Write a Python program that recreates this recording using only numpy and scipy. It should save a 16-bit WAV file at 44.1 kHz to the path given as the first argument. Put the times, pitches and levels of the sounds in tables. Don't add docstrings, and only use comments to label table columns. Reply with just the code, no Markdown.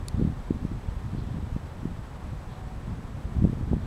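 import sys
import numpy as np
from scipy import signal
from scipy.fft import rfft, irfft
from scipy.io import wavfile

SR = 44100
rng = np.random.default_rng(int(sys.argv[2]) if len(sys.argv) > 2 else 0)


def generate_wav(signal):
    frames = np.transpose(np.atleast_2d(signal))
    scaled = np.clip(frames, -1, 1) * 32767
    pcm = np.round(scaled).astype(np.int16)
    wavfile.write(sys.argv[1], SR, pcm)


N = 170226
TIME_S = np.arange(N) / SR

# t/s, relative strength/dB
WIND = [(0, 2), (.1, -6.5), (.23, 7.5), (.34, -2.5), (.44, -6), (.55, -1.5), (.66, -0.5), (.8, -3.5),
        (.96, -5), (1.17, -1.5), (1.27, -2), (1.38, -1), (1.47, -3.5), (1.6, -3), (1.72, -7), (1.87, 0),
        (2.05, -7), (2.33, -4.5), (2.58, -7.5), (2.78, -4.5), (2.92, 0), (3.15, -4), (3.3, -1), (3.44, 2.5),
        (3.56, 1.5), (3.69, 1.5), (3.76, 0), (3.86, 1.5)]
# f/Hz, relative density/dB
RUMBLE_SPECTRUM = [(8, -21), (22, -6.5), (45, -0.5), (95, -2), (140, -7.5), (220, -18.5), (400, -37),
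                   (1000, -78)]
FLUTTER_SPECTRUM = [(40, -22), (100, -7.5), (150, -1), (250, -5.5), (350, -16), (520, -29.5), (1000, -60),
                    (3000, -61)]
# t/s, relative level/dB, nominal f/Hz, edge level re eddy/dB
EDDIES = [(.146, -17, 91, -22), (0.185, -23.5, 146, -25), (0.198, -15, 210, -26), (0.215, -16.5, 265, -31),
          (0.225, -14, 135, -14.5), (.251, -12, 159, -22), (.276, -15.5, 119, -30), (0.302, -20, 132, -31),
          (0.509, -11.5, 251, -34), (.522, -24, 150, -23), (0.633, -21.5, 100, -24),
          (0.652, -15.5, 163, -19), (0.717, -22.5, 182, -32), (.889, -19.5, 62, -22), (1.063, -24, 90, -15),
          (1.136, -21.5, 140, -25), (1.15, -22.5, 189, -20), (1.186, -27, 228, -25), (1.222, -23, 121, -28),
          (1.276, -26, 115, -24), (1.345, -24, 177, -24), (1.369, -23, 134, -13.5), (1.387, -26, 220, -24),
          (1.428, -26.5, 190, -22), (1.528, -21, 62, -20), (1.551, -21.5, 55, -18), (1.565, -18, 168, -20),
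          (1.833, -25, 170, -30), (1.856, -18, 219, -34), (2.333, -28, 156, -24), (2.675, -28, 55, -22),
          (2.88, -24.5, 82, -34), (3.368, -17, 89, -20), (3.389, -14.5, 80, -24), (3.398, -22.5, 150, -20),
          (3.424, -18, 225, -28), (3.443, -8, 121, -15.5), (3.451, -8.5, 175, -14),
          (3.474, -21.5, 235, -32), (3.498, -17, 157, -25), (3.531, -17, 158, -13.5),
          (3.612, -22, 160, -24), (3.716, -14.5, 120, -16), (3.726, -24.5, 268, -16),
          (3.733, -14.5, 250, -12.5), (3.738, -16.5, 90, -20), (3.744, -20.5, 170, -19),
          (3.768, -19, 140, -14), (3.782, -24, 110, -22)]
# f/Hz, relative level/dB, t60/s
TICK_MODES = [(2480, -15.5, 0.014), (3920, -11, 0.015), (4430, 2, 0.0086), (4970, -14, 0.02),
              (5550, -6, .008), (7160, 0, 0.0059), (8930, -0.5, 0.0052), (10330, 2, 0.0045),
              (11900, -6, 0.004), (13300, -8, .0035)]
# f/Hz, relative density/dB
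SCRAPE_SPECTRUM = [(2000, -16), (4300, -3), (7000, 0), (11000, 1), (15500, -13)]
# t/s, level/dB
MOAN_LEVEL = [(0, -67.5), (1.9, -72.5), (2.65, -55), (3.1, -71), (3.86, -69)]
# f/Hz, rms level/dB
TONES = [(1794, -73.5), (1841, -76), (1964, -78), (13195, -96), (13517, -97)]
# f/Hz, rms level/dB
WHINE = [(7642, -92), (7672, -91), (7703, -92), (7732, -88.5), (7792, -86.5), (7852, -79), (7882, -80.5),
         (7942, -89), (8002, -92), (8032, -94)]
# f/Hz, relative density/dB
AIR_SPECTRUM = [(30, -5), (250, -1), (450, 1.5), (680, -1), (800, 0), (1050, -1.5), (1400, -6), (2000, -11),
                (2800, -16), (3400, -17), (4600, -21.5), (6500, -24.5), (8500, -27), (11000, -30.5),
                (13500, -34), (15800, -39)]
# t/s, Gaussian sigma/s, peak level/dB, centre f/Hz
SWELLS = [(.2, 0.046, -65, 3670), (.58, .05, -70, 3700), (1.2, 0.015, -60.5, 4230), (1.25, 0.14, -67, 3420),
          (2.54, 0.03, -61.5, 3600), (3.84, 0.11, -68, 3670)]

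RUMBLE_DB, RUMBLE_FOLLOW, RUMBLE_LUMPS_DB = -33.5, 0.81, 2.5
FLUTTER_DB, FLUTTER_FOLLOW, FLUTTER_LUMPS_DB = -40.5, 1.52, 3.5
LUMPS_HZ = 29
EDDY_SHAPE, EDDY_SHAPE_PER_HZ, EDDY_DB = 1.33, 0.021, 0.56
EDGE_FREQ_RATIO = 2.67
TICK_S, TICK_RISE_S, TICK_RING_DB = 0.0837, 0.00066, -26
SCRAPE_DB, SCRAPE_DECAY_S = -40, 0.0014
MOAN_HZ, MOAN_WIDTH_HZ = 745, 21
TONE_WAVER_HZ, TONE_WAVER_RATE_HZ = 1.5, 14
AIR_DB, AIR_WAVER_DB, AIR_WAVER_RATE_HZ = -48, 0.5, 34
SWELL_SIGMA_OCTAVES = 0.22
LOWPASS_HZ = 15850


def amp(db):
    return 10 ** (np.asarray(db) / 20)


def unit(x):
    return x / np.sqrt(np.mean(x ** 2) + 1e-20)


def noise(gain):
    spectrum = rfft(rng.standard_normal(N))
    return unit(irfft(spectrum * gain(np.fft.rfftfreq(N, 1 / SR)), N))


def coloured(points):
    hz, db = np.transpose(points)

    def gain(f):
        level_db = np.interp(np.log(f + 1), np.log(hz), db)
        return amp(level_db) / (1 + (f / (2 * hz[-1])) ** 4)

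    return noise(gain)


def wander(rate_hz):
    drift = noise(lambda f: 1 / (1 + (f / rate_hz) ** 4))
    return 2 * np.tanh(drift / 2)


def turbulence():
    wind_db = np.interp(TIME_S, *np.transpose(WIND))
    lumps = wander(LUMPS_HZ)
    rumble_db = RUMBLE_DB + RUMBLE_FOLLOW * wind_db + RUMBLE_LUMPS_DB * lumps
    flutter_db = FLUTTER_DB + FLUTTER_FOLLOW * wind_db + FLUTTER_LUMPS_DB * lumps
    return coloured(RUMBLE_SPECTRUM) * amp(rumble_db) + coloured(FLUTTER_SPECTRUM) * amp(flutter_db)


def swing(t, hz, turn):
    shape = np.clip(EDDY_SHAPE + EDDY_SHAPE_PER_HZ * hz, 2, 9)
    pulse = (1 - 2j * np.pi * hz * t / (shape - 0.5)) ** -shape
    return (np.exp(2j * np.pi * turn) * pulse).real


def eddies():
    out = np.zeros(N)
    turns = rng.random((len(EDDIES), 2))
    for (at_s, db, hz, edge_db), (turn, edge_turn) in zip(EDDIES, turns):
        near = abs(TIME_S - at_s) < 10 / hz
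        t = TIME_S[near] - at_s
        push = swing(t, hz, turn)
        edge = amp(edge_db) * swing(t, hz * EDGE_FREQ_RATIO, edge_turn)
        out[near] += amp(db + EDDY_DB) * (push + edge)
    return out


def tick():
    t = np.maximum(TIME_S - TICK_S, 0)
    ring = np.zeros(N)
    for hz, db, t60_s in TICK_MODES:
        decay_db = 60 * np.minimum(t / t60_s, 10)
        ring += amp(db - decay_db) * np.sin(2 * np.pi * hz * t)
    scrape = coloured(SCRAPE_SPECTRUM) * np.exp(-t / SCRAPE_DECAY_S)
    rise = np.minimum(t / TICK_RISE_S, 1)
    return rise * (amp(TICK_RING_DB) * ring + amp(SCRAPE_DB) * scrape)


def moan():
    band = noise(lambda f: np.exp(-2 * ((f - MOAN_HZ) / MOAN_WIDTH_HZ) ** 2))
    return band * amp(np.interp(TIME_S, *np.transpose(MOAN_LEVEL)))


def whine():
    waver_cycles = TONE_WAVER_HZ * np.cumsum(wander(TONE_WAVER_RATE_HZ)) / SR
    out = np.zeros(N)
    for hz, db in TONES + WHINE:
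        cycles = hz * TIME_S + waver_cycles + rng.random()
        out += np.sqrt(2) * amp(db) * np.sin(2 * np.pi * cycles)
    return out


def air():
    out = coloured(AIR_SPECTRUM) * amp(AIR_DB + AIR_WAVER_DB * wander(AIR_WAVER_RATE_HZ))
    for at_s, sigma_s, db, hz in SWELLS:
        band = noise(lambda f: np.exp(-0.5 * (np.log2((f + 1) / hz) / SWELL_SIGMA_OCTAVES) ** 2))
        out += amp(db) * np.exp(-0.5 * ((TIME_S - at_s) / sigma_s) ** 2) * band
    return out


def scene():
    return (turbulence() + eddies() + tick() + moan() + whine() + air())[None]


def record(dry):
    lowpass = signal.firwin(511, LOWPASS_HZ, window=("kaiser", 9), fs=SR)
    return signal.oaconvolve(dry, lowpass[None], "same")


dry = scene()
out = record(dry)
generate_wav(out)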